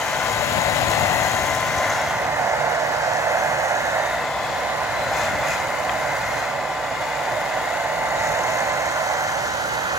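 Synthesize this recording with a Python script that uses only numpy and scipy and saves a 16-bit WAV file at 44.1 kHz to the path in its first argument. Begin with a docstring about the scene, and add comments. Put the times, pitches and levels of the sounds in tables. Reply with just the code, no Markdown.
"""Blow-drying a wet dog

A hair dryer on low moves over a dog on a kitchen counter, close to the microphone. Its fan roars
through the barrel and sings as the blades spin; its motor, fed half-waves of mains power, sizzles in
bursts. The air jet hisses in fur and towel and brushes the microphone. One light knock on plastic
makes the kitchen ring briefly."""
import sys
import numpy as np
from scipy import signal
from scipy.fft import rfft, irfft, next_fast_len
from scipy.io import wavfile
from scipy.ndimage import map_coordinates

SR = 44100
rng = np.random.default_rng(int(sys.argv[2]) if len(sys.argv) > 2 else 0)


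def transcribe(u):
    """Save the signal u as a 16-bit wav file named by the first command-line argument.

    u: samples, shape (n,) or (channels, n), limited to [-1, 1]; the rate is SR.
    q: integer samples, one column per channel.
    """
    v = np.clip(np.atleast_2d(u).T, -1, 1)
    q = np.round(v * 32767).astype(np.int16)
    wavfile.write(sys.argv[1], SR, q)


N = 440118
T = np.arange(N) / SR
FREQS = np.maximum(np.arange(next_fast_len(N) // 2 + 1) * SR / next_fast_len(N), 1)
MAINS_HZ = 59.96

# How near the dryer is, given as the level of its roar: time_s, level_db
NEARNESS = [(0.0, -27), (0.8, -23), (1.25, -24), (1.5, -27), (2.05, -25.5), (2.6, -23.5), (3.0, -24),
            (3.45, -24.5), (3.75, -25), (4.0, -24.5), (4.3, -27.5), (5.3, -25), (5.8, -26.5), (6.35, -26),
            (6.9, -28), (7.3, -27), (8.0, -27), (8.3, -25), (8.65, -25.5), (9.2, -24.5), (9.6, -27),
            (9.98, -23)]
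# Quick sweeps of the jet over the fur: time_s, half_length_s, strength (0-1), pitch_hz
FUR_SWEEPS = [(5.216, 0.061, 0.54, 2500), (5.515, 0.054, 0.6, 2500), (8.263, 0.048, 0.18, 2490),
              (8.534, 0.045, 0.18, 2650)]


def undb(db):
    """Turn decibels into a gain to multiply by."""
    return 10 ** (np.asarray(db) / 20)


def unit(x):
    """Scale a sound to an average (rms) level of 1."""
    return x / np.sqrt(np.mean(x ** 2))


def curves(table):
    """Join a timed table's points with straight lines, one curve per column."""
    times, *columns = np.transpose(table)
    return [np.interp(T, times, column) for column in columns]


def swell(time_s, half_length_s):
    """A smooth rise and fall around one moment."""
    return np.exp(-.5 * ((T - time_s) / half_length_s) ** 2)


def colour(x, gain):
    """Turn each frequency up or down by its own gain."""
    size = next_fast_len(N)
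    return irfft(rfft(x, size) * gain, size)[..., :N]


def drift(rate_hz):
    """A smooth random wander of about 1 either way."""
    return unit(colour(rng.standard_normal(N), np.exp(-np.minimum(FREQS / rate_hz, 20) ** 2)))


def air_noise(spectrum, flutter_db, flutter_hz):
    """Three separate streams of noise that flutter together as swirls of air pass."""
    hz, db = np.transpose(spectrum)
    shape = undb(np.interp(np.log(FREQS), np.log(hz), db))
    fade_ends = np.minimum(FREQS / hz[0], 1) ** 4 * np.minimum(hz[-1] / FREQS, 1) ** 4
    streams = colour(rng.standard_normal((3, N)), shape * fade_ends)
    return unit(streams * undb(flutter_db * drift(flutter_hz)))


def resonance(x, hz, width_hz):
    """Keep one band of frequencies, whose centre may move."""
    turn = np.exp(2j * np.pi * np.cumsum(hz) / SR)
    pole = np.exp(-np.pi * width_hz / SR)
    return 2 * np.real(turn * signal.lfilter([1 - pole], [1, -pole], x * turn.conj()))


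def moving_band(x, table, width_hz=146):
    """Boost or weaken one band that slides through the sound."""
    hz, boost_db = curves(table)
    return x + (undb(boost_db) - 1) * resonance(x, hz, width_hz)


def balance(pan_db):
    """Left and right gains at constant power; pan_db is left minus right."""
    sides = undb(np.array([pan_db, -pan_db]) / 2)
    return sides / np.sqrt(np.mean(sides ** 2, axis=0))


def arrive(x, lead_ms):
    """Sound reaches the nearer side first; a positive lead means the left."""
    shift = lead_ms * SR / 1000 / 2
    return np.array([map_coordinates(x, [np.arange(N) + side * shift], order=3, mode="nearest")
                     for side in (1, -1)])


def place(streams, pan_db, lead_ms, room_db):
    """One stream arrives directly; the other two are what the room scatters to left and right."""
    direct, *scattered = streams
    room = undb(room_db)
    both = arrive(direct, lead_ms) + room * np.array(scattered)
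    return both * balance(pan_db) / np.sqrt(1 + room ** 2)


def hand_gain(usual_db, near, facing, nozzle_db, sweep_db):
    """A part's gain as the hand moves the dryer; near and facing are in dB per dB of their tables."""
    # How openly the air intake faces the microphone: time_s, level_db
    intake_facing = [(0.0, -35), (1.2, -34), (1.95, -35), (2.25, -43), (2.7, -43.5), (3.6, -39.5),
                     (4.05, -40.5), (4.3, -45), (4.8, -43), (5.1, -41), (6.42, -41), (6.58, -49.5),
                     (7.15, -43.5), (8.05, -42), (8.25, -39.5), (9.98, -39.5)]
    # The nozzle passes the microphone once: time_s, exposure (0-1)
    nozzle_pass = [(0, 0.16), (.55, 0.6), (1.1, 0.64), (1.4, 0.41), (1.85, 0.07), (2.25, 0)]
    near_db, = curves(NEARNESS)
    facing_db, = curves(intake_facing)
    exposure, = curves(nozzle_pass)
    sweep = sum(strength * swell(s, half_s) for s, half_s, strength, _ in FUR_SWEEPS)
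    position_db = near * (near_db - near_db.mean()) + facing * (facing_db - facing_db.mean())
    return undb(usual_db + position_db + nozzle_db * exposure + sweep_db * sweep)


def barrel_roar(pan_db, lead_ms):
    """Air roars through the barrel, with a hollow resonance that swells and fades."""
    # Air in the barrel: pitch_hz, level_db
    spectrum = [(250, -27), (430, -16.5), (470, -8.5), (605, 2), (745, 0), (810, -1), (895, -1.5),
                (970, -4.5), (1070, -6), (1250, -15)]
    # The barrel's main resonance: time_s, pitch_hz, boost_db
    barrel_peak = [(0, 720, -3.5), (0.9, 720, 1.5), (2.1, 724, 1), (2.6, 706, 1.5), (3.4, 690, 3.5),
                   (4.0, 660, 1.5), (4.4, 700, -0.5), (6.8, 710, -0.5), (7.5, 666, 2.5), (8.7, 640, 2.5),
                   (9.2, 660, -0.5), (9.6, 666, -2), (9.98, 660, -7)]
    near_db, = curves(NEARNESS)
    roar = air_noise(spectrum, flutter_db=.5, flutter_hz=25) * undb(near_db + 0.28)
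    return place(moving_band(roar, barrel_peak), pan_db, lead_ms, room_db=-8)


def grille_rush(pan_db, lead_ms):
    """Air rushes through the grille with a hollow colour that shifts with the aim."""
    # Air in the grille: pitch_hz, level_db
    spectrum = [(900, -15), (1130, -6), (1260, -2.5), (1440, 3.5), (1650, -0.5), (1830, 0.5), (2000, 2),
                (2125, 1), (2230, -7.5), (2600, -38)]
    # Its strongest colour: time_s, pitch_hz, boost_db
    grille_peak = [(0, 2050, -1), (1.2, 1980, 6), (2.1, 2100, 1.5), (2.45, 1680, 5), (3.9, 1690, 5.5),
                   (4.4, 2130, 3), (6.699, 2050, 2.5), (7.5, 1964, 4), (8.1, 2020, 4.5), (8.9, 1444, 0.5),
                   (9.98, 1440, 1)]
    rush = air_noise(spectrum, flutter_db=.5, flutter_hz=30)
    rush *= hand_gain(-29, near=0.8, facing=0.43, nozzle_db=-4, sweep_db=3)
    return place(moving_band(rush, grille_peak), pan_db, lead_ms, room_db=-6)


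def glance(streams, strength=.16, wander=.04):
    """Hiss glances off moving hands, paws and bottle; five tiny echoes give it shifting colours."""
    out = streams.copy()
    for delay_s in np.geomspace(.0013, .0065, 5):
        earlier = np.arange(N) - SR * delay_s * (1 + wander * drift(.5))
        out += strength * np.array([np.interp(earlier, np.arange(N), x) for x in streams])
    return unit(out)


def jet_hiss():
    """The jet hisses on fur and cloth, and the gap between nozzle and dog resonates."""
    # The jet's hiss: pitch_hz, level_db
    spectrum = [(1500, -18), (2250, 1.5), (2450, 3.5), (2800, 2), (2980, 0.5), (3200, 0), (3450, -1.5),
                (4100, -2), (4550, -4), (4900, -5.5), (6000, -9), (7300, -6), (8300, -14.5), (10000, -62)]
    # The gap's lower and upper resonances: time_s, pitch_hz, boost_db
    lower_peak = [(0, 3160, 7), (0.6, 3400, 3.5), (1.3, 3280, 5), (2.1, 3380, 5.5), (2.4, 3700, -1),
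                  (3.1, 4050, 1), (3.6, 3880, -8), (3.9, 3810, 5), (4.4, 3380, 8.5), (4.9, 3430, 3),
                  (5.25, 3470, 5.5), (5.802, 3250, -2), (6.399, 3330, 4.5), (7.0, 3430, 6.5),
                  (7.6, 3410, 6), (8.1, 3460, 3), (9.2, 3400, -4), (9.65, 4050, 3), (9.98, 3910, -2)]
    upper_peak = [(0, 5400, 1), (0.75, 5200, 2), (1.4, 5300, 0), (2.1, 5400, 6), (2.6, 4600, 2),
                  (3.1, 4600, 5), (3.75, 4120, -1), (4.3, 4400, 1), (5.0, 4040, 5.5), (5.5, 4300, -2),
                  (6.5, 4060, 0.5), (7.3, 4100, -4), (7.9, 4350, 1), (8.7, 4280, 4), (9.6, 4500, 2)]
    hiss = glance(air_noise(spectrum, flutter_db=0.54, flutter_hz=59.6))
    hiss *= hand_gain(-35, near=0.06, facing=0.34, nozzle_db=5.5, sweep_db=5.5)
    return moving_band(moving_band(hiss, lower_peak), upper_peak)


def sparks(turns):
    """The motor's brushes spark while current flows, most at one spot of each turn."""
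    current = np.maximum(np.sin(2 * np.pi * MAINS_HZ * T + 1.8), 0)  # a diode blocks every other half-wave
    return current * (1 + .7 * np.sin(2 * np.pi * turns))


def rubbed_metal(rings, pressure):
    """Rubbing brushes make metal ring, more strongly the harder they press."""
    metal = sum((-1) ** k * undb(db) / (1 + 1j * (FREQS / hz - hz / FREQS) * hz / width_hz)
                for k, (hz, width_hz, db) in enumerate(rings))
    return unit(colour(rng.standard_normal((3, N)) * pressure, metal))


def motor_sizzle(sparking, pan_db):
    """Sparking brushes ring the motor's case and their holder, which beams out through the intake."""
    # Rings of the case and of the brush holder: pitch_hz, width_hz, level_db
    case_rings = [(5270, 260, -5), (6730, 260, 0), (7000, 340, -2.5), (7550, 600, -10)]
    holder_rings = [(6070, 280, 0), (6400, 400, -5)]
    # The brightest ring shifts as the intake turns: time_s, pitch_hz, boost_db
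    bright_peak = [(0, 6990, 3.5), (1.3, 6900, 7.5), (1.85, 6200, -1.5), (2.4, 6000, 6.5), (3.05, 5470, 8),
                   (3.3, 6300, 3), (3.6, 6400, 2), (4.2, 6290, 3), (5.199, 6850, -2), (6.3, 6150, 3),
                   (6.7, 6600, 5.5), (7.499, 6800, 3.5), (8.5, 6740, 3.5), (9.1, 6100, 3.5),
                   (9.45, 5730, 6.5), (9.98, 6500, 2)]
    pressure = (1 + 0.55 * sparking) * undb(2.5 * drift(300))
    case = rubbed_metal(case_rings, pressure)
    case *= hand_gain(-47, near=0, facing=1.1, nozzle_db=-4.2, sweep_db=18)
    holder = rubbed_metal(holder_rings, pressure)
    holder *= hand_gain(-49, near=1, facing=2, nozzle_db=-19, sweep_db=15)
    sizzle = moving_band(case + holder, bright_peak, width_hz=810)
    return place(sizzle, pan_db, lead_ms=0, room_db=-10.5)


def high_hiss(sparking):
    """The dryer's high, airy hiss pulses with the motor."""
    # Tone of the high hiss: pitch_hz, level_db
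    spectrum = [(4000, -12), (7400, 0), (9000, -2), (10300, 2.2), (12200, 1), (13200, -5.5), (14500, -3),
                (15800, -4)]
    hiss = glance(air_noise(spectrum, flutter_db=1, flutter_hz=50)) * undb(1.8 * sparking)
    hiss *= hand_gain(-47.4, near=0.04, facing=0.6, nozzle_db=7.2, sweep_db=7.5)
    return place(hiss, pan_db=np.zeros(N), lead_ms=0, room_db=1.5)


def fan_tones(turns, blade_db, waver_db=2.1, wobble_radians=.42):
    """Seven blades and a slightly unbalanced rotor sing; uneven inflow shakes every tone."""
    # Tones of fan and rotor: cycles_per_turn, offset_db
    harmonics = [(2, -18), (5, -5.5), (7, -0.3), (8, -6), (10, -11.5), (11, -12), (12, -6.5), (14, -7)]
    # The rotor's hum, one cycle per turn: time_s, level_db
    rotor_hum = [(0, -54), (1.0, -41.5), (1.9, -49), (2.5, -43.5), (3.3, -46.5), (4.1, -47.5), (4.7, -50),
                 (5.3, -53.5), (6.7, -54.5), (7.7, -49.5), (9.2, -51), (9.98, -59)]
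    # The sixth harmonic swells and fades as the barrel turns: time_s, level_db
    sixth_harmonic = [(0, -37.5), (1.3, -43), (1.8, -42), (2.2, -37), (2.7, -38), (3.3, -38), (3.9, -42),
                      (4.6, -48), (5.7, -44), (6.6, -43), (7.6, -38.5), (8.3, -34.5), (9.0, -48),
                      (9.98, -46)]
    # The blade tone beams out of the nozzle; these others follow the aim half as much.
    aim_db = (blade_db + blade_db.mean()) / 2
    tones = [(round(cycles), db + (blade_db if cycles == 7 else aim_db)) for cycles, db in harmonics]
    tones += [(1, curves(rotor_hum)[0]), (6, curves(sixth_harmonic)[0])]
    out = 0
    for cycles, db in tones:
        shake = wobble_radians * min(cycles / 7, 1) * drift(18)
        out += undb(db + waver_db * drift(8.5)) * np.sin(2 * np.pi * cycles * turns + shake)
    return np.sqrt(2) * out


def whistles(width_hz=3):
    """The flow keeps narrow resonances of the housing ringing."""
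    # The housing's whistles: pitch_hz, level_db
    notes = [(755, -39), (2118, -48)]
    out = 0
    for hz, db in notes:
        waver = drift(width_hz) + 1j * drift(width_hz)
        out += undb(db) * np.real(waver * np.exp(2j * np.pi * hz * T))
    return out


def mains_hum():
    """The half-waves of mains current shake the whole dryer."""
    # Tones of the hum: multiple_of_mains, level_db
    tones = [(1, -53.5), (2, -60)]
    return sum(undb(db) * np.sqrt(2) * np.sin(2 * np.pi * round(k) * MAINS_HZ * T) for k, db in tones)


def low_air(spectrum, shared, flutter_db):
    """Low air noise, partly the same on both sides and partly each side's own."""
    common, *own = air_noise(spectrum, flutter_db, flutter_hz=21)
    return unit(shared * common + np.array(own))


def draught():
    """Gusts from the dryer rumble on the microphone."""
    # The rumble: pitch_hz, level_db
    spectrum = [(20, -32), (40, -23), (58, -2.5), (78, -3), (105, 1.5), (170, -4.5), (260, -7), (420, -13),
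                (900, -13)]
    # Strength of the gusts: time_s, level_db
    gusts = [(0, -44), (0.28, -35), (0.4, -30.5), (0.85, -28), (1.3, -31.5), (1.9, -35), (2.3, -37.5),
             (2.8, -41.5), (3.2, -40), (3.9, -41), (4.8, -40), (5.1, -36.5), (5.5, -35.5), (5.7, -40),
             (6.35, -39.5), (6.7, -44.5), (7.8, -46), (8.3, -39), (9.0, -43), (9.98, -38.5)]
    gust_db, = curves(gusts)
    return low_air(spectrum, shared=.9, flutter_db=1) * undb(gust_db)


def air_stream():
    """The stream of air makes a steady low rush."""
    # The low rush: pitch_hz, level_db
    spectrum = [(45, -11), (75, -33), (115, 0), (200, -3), (350, -2.5), (480, -3), (800, -30)]
    rush = low_air(spectrum, shared=0.57, flutter_db=1.5)
    return rush * hand_gain(-41.5, near=-0.55, facing=0.18, nozzle_db=-2.5, sweep_db=0)


def graze(level_db=-34.5):
    """The hiss swells as the edge of the jet passes the microphone."""
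    # The jet's edge: pitch_hz, level_db
    spectrum = [(2600, -7), (3050, 6.5), (3400, -9), (3850, 3), (4600, -7), (5000, -21)]
    hiss = air_noise(spectrum, flutter_db=2, flutter_hz=30)
    return hiss * swell(time_s=0.75, half_length_s=0.37) * undb(level_db)


def swishes(width_hz=140, rise_hz=220):
    """The jet crosses the hollow between paw and hand: a breathy note rises and falls with each sweep."""
    _, _, top_hz = curves(FUR_SWEEPS)
    height = sum(swell(s, half_s) for s, half_s, _, _ in FUR_SWEEPS)
    force = sum(strength * swell(s, half_s) for s, half_s, strength, _ in FUR_SWEEPS)
    pitch_hz = top_hz - rise_hz * (1 - height)
    air = resonance(rng.standard_normal((3, N)), pitch_hz, width_hz)
    return unit(resonance(air, pitch_hz, 2 * width_hz)) * force * undb(-30)


def plastic_knock(contact_s=0.00025, low_cut_hz=700):
    """A light blow rings hard plastic; the soft contact dulls it and it carries little bass."""
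    # The blow: start_s, peak_db
    knocks = [(5.8947, -10.8)]
    # Rings of the plastic: pitch_hz, level_db, fade_s (time to fall 60 dB)
    rings = [(1120, -2, .02), (1900, -2, .016), (2500, -3, .013), (3200, -3, .016), (4500, -7, .008)]
    t = T[:SR // 10]
    ring = sum(undb(db - 60 * t / fade_s) * np.sin(2 * np.pi * hz * t) for hz, db, fade_s in rings)
    push = np.sin(np.pi * np.minimum(t / contact_s, 1))
    ring = signal.fftconvolve(ring, push)
    ring = signal.sosfilt(signal.butter(2, low_cut_hz, "high", fs=SR, output="sos"), ring)
    blows = np.zeros(N)
    for start_s, peak_db in knocks:
        blows[int(start_s * SR)] = undb(peak_db)
    return signal.fftconvolve(blows, ring / np.abs(ring).max())[:N]


def kitchen_echo(x, fade_s=0.44):
    """Counter and cupboards ring briefly, differently on each side."""
    t = T[:SR // 2]
    tails = rng.standard_normal((2, len(t))) * undb(-60 * t / fade_s)
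    return signal.fftconvolve(x[None], unit(tails) / np.sqrt(len(t)), axes=1)[:, :N]


def counter_echo(x, delay_ms=0.7):
    """The counter reflects the rush as the dryer is lowered, making it slightly hollow."""
    # The reflection: time_s, strength (0-1)
    reflection = [(8.8, 0), (9.4, 0.2), (9.98, 0.25)]
    strength, = curves(reflection)
    earlier = np.arange(N) - delay_ms * SR / 1000
    return strength * np.array([map_coordinates(side, [earlier], order=1) for side in x])


def scene():
    """The dryer's parts, placed by where it is held, with the draught and the knock."""
    # The motor and its blade tone: time_s, speed_hz, blade_db
    motor = [(0.0, 146.2, -34), (2.2, 147.7, -35.5), (2.35, 146.5, -44), (3.9, 145.5, -43),
             (4.3, 145.4, -36), (5.3, 145.7, -36.5), (6.8, 145.8, -38.5), (7.5, 146.8, -40.5),
             (7.9, 145.8, -38.5), (8.25, 146.5, -39), (8.6, 147.2, -35.5), (9.15, 146, -36.5),
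             (9.98, 146.3, -51)]
    # The dryer swings from side to side: time_s, pan_db, left_lead_ms
    swing = [(0.0, 0.5, 0.045), (0.6, 13, 0.14), (1.1, 10.5, 0.12), (1.85, 1, 0.031), (2.35, -7, -0.11),
             (3.2, -7.5, -0.13), (3.9, -7, -0.13), (4.35, -1, 0.035), (4.75, -7, -0.092),
             (5.15, -1.5, 0.0106), (5.65, -5, -0.041), (7.2, -4.5, -0.026), (9.0, -8, -0.14),
             (9.98, -11, -0.21)]
    # Directions of hiss and sizzle: time_s, jet_pan_db, sizzle_pan_db
    directions = [(0.0, 2, 9), (0.3, 10, 0), (0.77, 10.5, -2), (1.78, 5, 5), (1.92, 1.5, 2), (4.03, 1.5, 0),
                  (4.14, 4, 9), (4.28, 4.5, -10), (5.34, 1.5, 6), (5.84, 5, 3.5), (7.17, 5, -4),
                  (8.56, 2.5, 3.5), (9.84, -0.5, 1), (9.98, 2, 1.0)]
    # A dip slides down through the rush as the dryer is lowered and turned: time_s, pitch_hz, boost_db
    rush_dip = [(0, 3220, -3.5), (1.9, 3210, -3.5), (2.6, 3130, -2), (4.4, 3210, -3), (7.6, 3220, -5.5),
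                (8.3, 3220, -8), (8.7, 3100, -2), (9.25, 2600, -5), (9.6, 2540, -6), (9.98, 2230, -4)]
    # A narrow band of the hiss, mostly a dip, shifts with the aim: time_s, pitch_hz, boost_db
    hiss_dip = [(0, 4900, -3), (1.2, 4900, -3.5), (2.1, 4950, -4), (2.8, 5050, 2), (3.9, 4950, -9),
                (4.5, 5550, 4), (5.5, 5600, -7), (6.7, 5500, 3), (7.7, 5510, -6), (8.3, 4850, -6),
                (9.1, 4900, -4), (9.6, 5150, 0), (9.98, 4950, -5)]
    speed_hz, blade_db = curves(motor)
    swing_db, lead_ms = curves(swing)
    jet_pan_db, sizzle_pan_db = curves(directions)
    grille_pan_db = 3 + 0.36 * swing_db
    turns = np.cumsum(speed_hz) / SR
    sparking = sparks(turns)

    rush = barrel_roar(swing_db, lead_ms) + grille_rush(grille_pan_db, lead_ms)
    hiss = place(jet_hiss() + graze() + swishes(), jet_pan_db, lead_ms, room_db=3.5)
    dryer = moving_band(rush + counter_echo(rush) + hiss, rush_dip, width_hz=324)
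    dryer += motor_sizzle(sparking, sizzle_pan_db) + high_hiss(sparking)
    dryer = moving_band(dryer, hiss_dip, width_hz=240)
    dryer += arrive(fan_tones(turns, blade_db) + whistles(), lead_ms) * balance(grille_pan_db)
    wind = (draught() + air_stream()) * balance(pan_db=2.2)[:, None]
    knock = plastic_knock()
    knock_in_room = knock * balance(pan_db=9)[:, None] + undb(-9) * kitchen_echo(knock)
    return dryer + mains_hum() + wind + knock_in_room


def record(dry):
    """Cut off the highest treble."""
    top_hz = 15850
    return signal.sosfilt(signal.ellip(10, .1, 80, top_hz, fs=SR, output="sos"), dry)


dry = scene()
out = record(dry)
transcribe(out)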